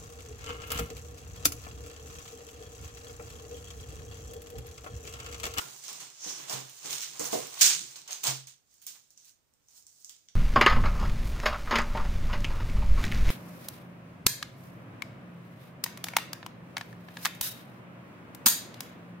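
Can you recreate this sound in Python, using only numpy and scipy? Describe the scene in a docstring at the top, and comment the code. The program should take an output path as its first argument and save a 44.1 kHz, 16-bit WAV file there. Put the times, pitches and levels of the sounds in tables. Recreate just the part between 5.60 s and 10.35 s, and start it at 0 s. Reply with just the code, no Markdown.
"""A wicker basket is worked out of a cardboard box in a furnished room, near a phone with two microphones.
Dry strands slide and crackle, single strands snap, the rim scrapes and knocks the cardboard and the box booms.
The left microphone is nearer but turned away: it hears earlier, softer and without the top treble."""
import sys
import numpy as np
from scipy import signal
from scipy.fft import rfft, irfft, next_fast_len
from scipy.io import wavfile
from scipy.ndimage import uniform_filter1d

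SR = 44100
rng = np.random.default_rng(int(sys.argv[2]) if len(sys.argv) > 2 else 0)


def unload_wav(signal):
    """Save mono or channel-first audio to the path in sys.argv[1] as 16-bit WAV at rate SR, clipped to [-1, 1]."""
    wavfile.write(
        sys.argv[1],
        SR,
        np.round(np.clip(np.atleast_2d(signal).T, -1, 1) * 32767).astype(np.int16),
    )


N = 209647

# strands that slip or snap: (s, peak dB, body dB, top dB)
SNAPS = [(.2384, -35, -8, -11.5), (.2813, -29.5, -29, -22), (.3294, -35, -12, -17), (.3994, -43, 4, -27),
         (.6432, -42, -20, -34), (.6946, -42, -20, -29), (.8969, -25, -13, -25), (.9294, -25, -12, -15),
         (1.0959, -34.5, 0, -5), (1.2331, -42, -6, -15), (1.3074, -25, -4, -17), (1.3294, -26.5, -13, -22),
         (1.4069, -32, -13.5, -30), (1.4164, -26, -6.5, -16), (1.5948, -26, -20, -12), (1.6556, -26, -16, -12),
         (1.7294, -26.5, -18, -11), (1.8694, -28, -16, 1), (2.0108, -6, 1, -13), (2.0188, -14, -25, 1),
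         (2.3585, -37, -2, -24), (2.4768, -34.5, -11, -11), (2.5087, -31, -29, -26), (2.5243, -29.5, -5, -18),
         (2.5296, -26.5, -15, -27), (2.6333, -27.5, -12, -3), (2.6394, -15, -17, -5), (2.6512, -22, -10, -7.5),
         (2.6694, -19, 0, -14), (2.8709, -38, -28, -13.5), (3.1408, -50, -17.5, -7.5), (3.2173, -46, -20, -4),
         (3.223, -41, -11.5, 4), (3.266, -27.5, -20, -2), (3.5049, -45.5, -25, -11), (3.5758, -45, -30, -22.5),
         (3.6526, -46, -20.5, -9.5), (3.9374, -61.5, -15, -13), (4.0851, -48, -30.5, -14.5), (4.1662, -48.5, -20, -11),
         (4.2044, -51, -24, -10), (4.2244, -48, -27, -12.5), (4.2667, -41, -34, -15), (4.3276, -49, -20.5, -11),
         (4.4458, -34, -16, -12), (4.4947, -32.5, -5.5, -8), (4.565, -51, -10, -18), (4.6862, -45, 3.5, -37.5)]
# blows on the cardboard wall: (s, dB, strongest pitch Hz)
BLOWS = [(0.662, -39.5, 300), (.897, -36, 900), (0.938, -39, 300), (1.25, -39.5, 250), (1.597, -34.5, 350), (1.63, -46.5, 390),
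         (1.73, -24.5, 502), (2.02, -49, 500), (2.49, -53, 900), (2.66, -36, 950), (2.684, -47, 297)]
WALL = [(312, -15, 0.69), (393, -9, 0.28), (461, -8.5, 0.92), (489.3, 0.5, 0.28), (634, -5, 0.52), (697, -10.5, 0.43),
        (733, -4.5, 0.24), (856, -22.5, 0.43), (920, -28.5, 0.58), (1160, -21.5, 0.17)]  # cardboard wall: (Hz, dB, ring s); a blow sounds each mode at half this dB, with a t60 of 0.13 times the ring value, capped at 0.4 s first
BOOM = [(118, -3, .1), (133, 0, .55)]  # air in the box: (Hz, dB, t60 s)  # fixed
STRANDS = [(880, -31.5), (1500, -15.5), (1810, -16), (2810, -11), (4200, -6.5), (6460, -1.5), (8670, -5), (11200, -13.5),
           (13500, -15), (14900, -1), (15600, -9.5)]  # (Hz, dB per Hz)
SCRAPE = [(94, -43), (160, -7), (243, -14), (387, -5), (539, -8), (936, -7.5), (1020, -7.5), (1070, -6.5), (1370, -10),
          (1860, -12.5), (3000, -13), (3900, -30), (6600, -120)]  # (Hz, dB per Hz)
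QUIET = [(25, -14), (60, 0.5), (130, -1.5), (260, -6), (430, -8), (1000, -11.5), (2000, -15), (4300, -16.5), (6000, -16.5),
         (8600, -17), (10300, -23.5), (12500, -21.5), (15000, -14.5)]  # room tone and microphone hiss: (Hz, dB per Hz)
QUIET_DB = -76
ROOM = [(300, 0.36), (1000, 0.29), (5000, 0.41), (15000, 0.2)]  # (Hz, t60 s)
ALIKE = [(60, 1), (300, 0.83), (700, 0.59), (1500, 0.057), (6000, 0.04), (15000, 0.24)]  # (Hz, left-right likeness)
LEFT = [(60, -1), (1000, -4.5), (4200, -1.5), (7000, -5), (8800, -4), (10300, -8), (12000, -22), (13800, -32),
        (14800, -23.5), (15400, -40.5)]  # colour of the left microphone: (Hz, dB)
RIGHT = [(5200, 0), (6700, 3), (8200, -0.5)]  # the right port lifts one treble band: (Hz, dB)
LEAD = 0.0009306  # the left microphone hears this much earlier (s)
TOP_HZ = 16800  # fixed
RASP = [(.645, .08, 0.13, -40), (.7, 0.083, 0.12, -39), (.76, .1, .14, -44)]  # a hand slides over the weave with a narrow rasp: (peak s, swell s, fade s, dB)
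RASP_HZ, RASP_WIDTH_HZ = 5940, 1900
BOOMS = [(.937, -41.5, .17), (2.678, -35, .24)]  # the basket thumps the box: (s, dB, s after which it dies faster)  # fixed
SQUEAKS = [(.004, .034, 1406, -45), (1.962, 1.986, 1115, -50), (2.661, 2.677, 957, -38.5)]  # short rough squeaks: (start s, end s, Hz, dB)
FADE_PACE = [1.06, 1.015, 1.31, 1.17]  # how fast strands, stakes, fibres and scrape fade, relative to the stroke
HUM_DB, HUM_T60 = -6, .5  # the drag stirs the air in the box: level over the drag, decay s
# jolts that set in at once and die away: (s, fade s for 20 dB, sliding strands dB, thick stakes dB, fine fibres dB, scrape on cardboard dB)
JOLTS = [(0.002, 0.26, -45.5, -51, -48, -47.5), (.284, 0.32, -45, -53.5, -52.5, -51.5),
         (0.402, 0.16, -45, -51.5, -51.5, -52.5), (.899, 0.2, -39, -48, -43.5, -43.5), (1.598, 0.12, -36, -63, -43, -41),
         (2.014, .16, -16, -26, -23.5, -43), (2.359, .13, -46.5, -56, -56, -57.5), (2.479, 0.23, -48, -53, -57, -62),
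         (2.511, 0.17, -46, -50.5, -47, -56.5), (2.637, 0.1218, -36.5, -39, -44, -41), (2.873, 0.1, -50, -56.5, -57, -66.5),
         (3.22, 0.33, -62, -67.5, -60, -78.5), (3.268, 0.1355, -43.5, -54.5, -45, -64), (3.507, 0.08, -66, -82, -68, -87),
         (3.577, 0.09, -62, -74, -72, -84), (4.087, 0.2, -68, -80, -71, -80.5), (4.269, .2, -62.5, -77, -68, -89),
         (4.448, .1, -60, -75, -65, -78), (4.497, 0.14, -60, -63, -62, -75), (4.688, -0.07, -59.5, -66, -83.5, -83.5)]
JOLT_SWELL_S = .004  # fixed
# slides that swell and fade: (peak s, swell s for 20 dB, fade s for 20 dB, strands dB, stakes dB, fibres dB, scrape dB)
SLIDES = [(.17, 0.5, 0.65, -52, -67, -58, -72), (.245, .04, 0.33, -47.5, -53.5, -54.5, -60),
          (0.691, 0.14, 0.27, -44.5, -49.5, -50.5, -50), (.8, 0.08, .5, -53, -54.5, -56, -53), (0.886, 0.01, 0.05, -42, -52, -51, -69),
          (0.938, 0.09, 0.1438, -41, -45.5, -45, -42), (1.17, 0.5, 0.7, -54, -64, -59, -71), (1.253, 0.05, 0.39, -42, -53, -50, -49),
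          (1.331, 0.1061, 0.18, -37.5, -42, -42, -48.5), (1.1, -0.3, 0.04, -52, -56, -57.5, -57), (1.427, 0.02, 0.14, -40.5, -44, -45.5, -77), (1.56, 0.1, 0.48, -49, -58, -55.5, -54.5),
          (1.656, 0.08, 0.1548, -40, -48.5, -40, -45), (1.732, .04, 0.2132, -36, -43.5, -39, -41.5), (1.93, .12, .5, -49.5, -57.5, -55, -55.5),
          (1.972, .03, .06, -58, -52, -62, -50), (2.006, .035, 0.07, -36, -39.5, -37, -52), (2.06, .05, .07, -24, -32, -31, -47), (2.115, .08, .09, -31, -34, -44, -45.5), (2.32, 1.5, 0.27, -53.5, -61, -60.5, -64.5),
          (2.501, 0.05, .16, -56, -52, -66, -50), (2.535, -0.22, 0.15, -41, -49, -44, -64), (2.673, 0.0357, 0.1165, -29, -35, -34, -37.5), (3.133, .12, 0.7, -66.5, -79, -72.5, -92.5),
          (3.359, .06, 0.08, -67, -64, -64, -64.5), (3.688, 0.2, 0.09, -58.5, -70, -62.5, -82.5), (4.18, 0.13, .1, -57, -71.5, -59, -74.5),
          (4.41, 0.18, 0.35, -61.5, -78.5, -65, -84)]
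SLIP_S, SNAP_LOW_DB, SNAP_ROOM_DB = .0008, -15, 2.5  # length of the after-slips, level near 900 Hz, level of the room's answer
# the basket drags on the floor of the box, a dull rumble: (peak s, swell s for 20 dB, fade s for 20 dB, dB)
DRAGS = [(.03, .1, .16, -57), (.31, .13, .25, -63), (.42, .05, .15, -66), (.67, .06, .25, -60), (.81, .15, .13, -61),
         (.93, .06, .16, -51), (1.255, .03, .18, -56), (1.335, .08, .09, -58), (1.52, .1, .2, -64), (1.605, .015, .13, -52),
         (1.735, .015, .16, -52), (2.03, .04, .3, -54), (2.23, .25, .06, -60), (2.4, .15, .15, -70), (2.67, .05, .11, -51),
         (3.33, .13, .13, -78)]
DRAG_HZ = 400  # fixed


def amp(db):
    """Gain of a level in dB."""
    return 10 ** (np.asarray(db) / 20)


def unit(x):
    """x at rms 1."""
    return x / np.sqrt(np.mean(x ** 2) + 1e-20)


def along(points, hz):
    """(Hz, value) points on a log axis."""
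    f, v = np.transpose(points)
    return np.interp(np.log(hz + 1), np.log(f + 1), v)


def filtered(x, response):
    """x times a complex response of frequency."""
    m = next_fast_len(x.shape[-1] + 4096)
    return irfft(rfft(x, m) * response(np.fft.rfftfreq(m, 1 / SR)), m)[..., :x.shape[-1]]


def ports(pair):
    """Two unrelated signals become a left and a right one that share a part, most of it in the bass."""
    alike = lambda hz: np.clip(along(ALIKE, hz), 0, 1)
    shared = filtered(pair[0], alike)
    return np.array([pair[0], shared + filtered(pair[1], lambda hz: np.sqrt(1 - alike(hz) ** 2))])


def crackle(spectrum, rate, spread_db, share, patchy_db):
    """Tiny slips of uneven size over a patchy hiss, in the colour of the spectrum."""
    luck = rng.random((2, N))
    slips = (luck[0] < rate / SR) * amp(-spread_db * np.log(luck[1] + .01))  # fixed
    slips = unit(slips) * rng.standard_normal((2, N))
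    z = signal.stft(rng.standard_normal((2, N)), nperseg=256)[2]
    field = uniform_filter1d(uniform_filter1d(rng.standard_normal(z.shape[1:]), size=6, axis=0), size=8, axis=1)
    hiss = unit(signal.istft(z * amp(patchy_db * unit(field)), nperseg=256)[1][:, :N])
    knots = rng.standard_normal(N // 400 + 2)  # fixed; the sliding sticks and lets go about a hundred times a second
    hiss *= amp(patchy_db * 0.53 * np.interp(np.arange(N) / 400, np.arange(len(knots)), knots))
    share = np.clip(share, 0, 1)
    mix = np.sqrt(share) * slips + np.sqrt(1 - share) * hiss
    return unit(filtered(ports(mix), lambda hz: amp(along(spectrum, hz))))


def echo():
    """A fresh stereo room tail of energy 1; each frequency dies at its own speed."""
    hz, t, z = signal.stft(ports(rng.standard_normal((2, SR // 2))), SR, nperseg=256)
    tail = signal.istft(z * amp(-60 * t / along(ROOM, hz)[:, None]), SR, nperseg=256)[1][:, :SR // 2]
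    return tail / np.linalg.norm(tail[0])


def ring(modes, scatter_db, rise=.003):
    """Half a second of fading modes at new strengths."""
    t = np.arange(SR // 2) / SR
    return (1 - np.exp(-t / rise)) * sum(
        amp(db + scatter_db * rng.normal() - 60 * t / t60) * np.sin(2 * np.pi * hz * t) for hz, db, t60 in modes)


def add(out, s, sound):
    """Mixes a sound in at time s."""
    part = out[:, round(s * SR):round(s * SR) + sound.shape[-1]]
    part += sound[..., :part.shape[1]]


def handling():
    """Strands, stakes and fibres of the weave slide over each other; the rim scrapes the cardboard."""
    slide, thick, fine, scrape = effort()
    weave = crackle(STRANDS, rate=1200, spread_db=3.5, share=.2, patchy_db=1.2)  # fixed
    stakes = filtered(weave, lambda hz: 1 / (1 + (hz / 4000) ** 12))  # fixed
    fibres = filtered(weave, lambda hz: 1 - 1 / (1 + (hz / 9500) ** 16))  # fixed
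    rim = crackle(SCRAPE, rate=480, spread_db=5, share=0.089, patchy_db=0.5)
    drag = filtered(rim, lambda hz: 1 / (1 + (hz / DRAG_HZ) ** 8))  # fixed
    rasp = summed(RASP) * narrow(RASP_HZ, RASP_WIDTH_HZ)
    return (slide * unit(weave - stakes - fibres) + thick * unit(stakes)
            + amp(4.0) * fine * unit(fibres) + scrape * unit(rim - drag) + summed(DRAGS) * unit(drag) + rasp)


def snaps():
    """A sharp click, a short run of after-slips, then the room's answer."""
    out, t = np.zeros((2, N)), np.arange(4096) / SR
    for s, db, body_db, top_db in SNAPS:
        slip = rng.standard_normal(len(t)) * np.exp(-t / SLIP_S) * 0.37
        slip[0] += 1
        tilt = [(150, -45), (900, SNAP_LOW_DB), (3000, body_db + 7.0), (6000, 0), (13000, top_db + 12.5)]
        colour = lambda hz: amp(np.maximum(along(STRANDS, np.clip(hz, 2500, 15200)), -40) + along(tilt, hz))
        slip = np.roll(filtered(np.roll(slip, 200), colour), -180)  # fixed
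        slip *= amp(db + 4.5) / np.abs(slip).max()
        add(out, s, amp(4.5) * slip)  # fixed; the direct crack stands out from its echo
        add(out, s + .003, amp(SNAP_ROOM_DB) * signal.fftconvolve(slip[None], echo(), axes=1))
    return out


def box():
    """Blows rattle the wall, which the room smears; the air in the box hums and booms."""
    out = hum()
    for s, db, centre_hz in BLOWS:
        # the place of the blow favours the modes near one pitch
        modes = [(hz, level / 2 - 12 * np.log2(hz / centre_hz) ** 2, 0.13 * min(t60, .4)) for hz, level, t60 in WALL]
        knock = amp(db) * ring(modes, scatter_db=2, rise=.0015)  # fixed
        add(out, s, amp(3) * knock)  # fixed
        add(out, s + 0.0044, amp(7.5) * signal.fftconvolve(knock[None], echo(), axes=1))
    for s, db, end in BOOMS:
        damping = np.exp(-(np.arange(SR // 2) / SR / end) ** 4)  # fixed
        add(out, s, amp(db) * damping * ring(BOOM, scatter_db=.5, rise=.01))  # fixed
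    for start, end, hz, db in SQUEAKS:
        t = np.arange(round((end - start) * SR)) / SR
        waver = np.cumsum(rng.standard_normal(len(t))) * .055  # fixed; the phase wanders, so the tone is rough
        squeak = amp(db) * np.sin(np.pi * t / t[-1]) ** .5 * np.sin(2 * np.pi * hz * t + waver)
        add(out, start, squeak)
        add(out, start, amp(-3) * signal.fftconvolve(squeak[None], echo(), axes=1))
    return out


def resonance(centre_hz, width_hz):
    """Response of one resonance."""
    return lambda f: 1j * f * width_hz / (centre_hz ** 2 - f * f + 1j * f * width_hz)


def narrow(centre_hz, width_hz):
    """Noise pressed twice through one resonance."""
    peak = resonance(centre_hz, width_hz)
    return unit(filtered(ports(rng.standard_normal((2, N))), lambda f: peak(f) ** 2))


def stroke(peak, swell, fade):
    """Level in dB of one stroke: a steady climb to the peak, then a steady fall."""
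    t = np.arange(N) / SR - peak
    return -20 * np.where(t < 0, -t / swell, t / fade)


def effort():
    """Gains of strands, stakes, fibres and scrape: the power of all jolts and slides adds up."""
    power = np.zeros((4, N))
    for peak, swell, fade, *levels_db in SLIDES + [(s, JOLT_SWELL_S, *rest) for s, *rest in JOLTS]:
        near = slice(max(round((peak - 4 * swell) * SR), 0), round((peak + 4 * fade) * SR))  # fixed
        power[:, near] += amp(2 * (np.outer(FADE_PACE, stroke(peak, swell, fade)[near]) + np.array(levels_db)[:, None]))
    return np.sqrt(power)


def hum():
    """The air in the box takes up the power of the drag and lets it go slowly."""
    keep = amp(-2 * 60 / HUM_T60 / SR)  # fixed
    stored = signal.lfilter([1 - keep], [1, -keep], summed(DRAGS) ** 2)
    return amp(HUM_DB) * np.sqrt(np.abs(stored)) * narrow(BOOM[-1][0], width_hz=22)  # fixed


def summed(rows):
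    """Gain of strokes whose power adds up."""
    return np.sqrt(sum(amp(2 * (stroke(*shape) + db)) for *shape, db in rows))


def scene():
    """The basket and the box."""
    return handling() + snaps() + box()


def record(dry):
    """The left microphone is early and dull; both add their own quiet noise; bass and top treble are cut."""
    left = filtered(dry[0], lambda hz: amp(along(LEFT, hz)) * np.exp(1j * np.pi * hz * LEAD))
    right = filtered(dry[1], lambda hz: amp(along(RIGHT, hz)) * np.exp(-1j * np.pi * hz * LEAD))
    quiet = unit(filtered(rng.standard_normal((2, N)), lambda hz: amp(along(QUIET, hz))))
    heard = filtered(np.array([left, right]), lambda hz: amp(along([(40, -16.5), (100, 1)], hz)))
    heard = heard + amp([[QUIET_DB - 0.5], [QUIET_DB + 3]]) * quiet
    heard = heard / (1 + np.abs(heard / .95) ** 6) ** (1 / 6)  # fixed; the loudest peaks are rounded off
    fade = lambda hz: amp(along([(15500, 1), (15800, -27), (16600, -34.5)], hz))
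    return filtered(heard, lambda hz: fade(hz) * (hz < TOP_HZ))


dry = scene()
out = record(dry)
unload_wav(out)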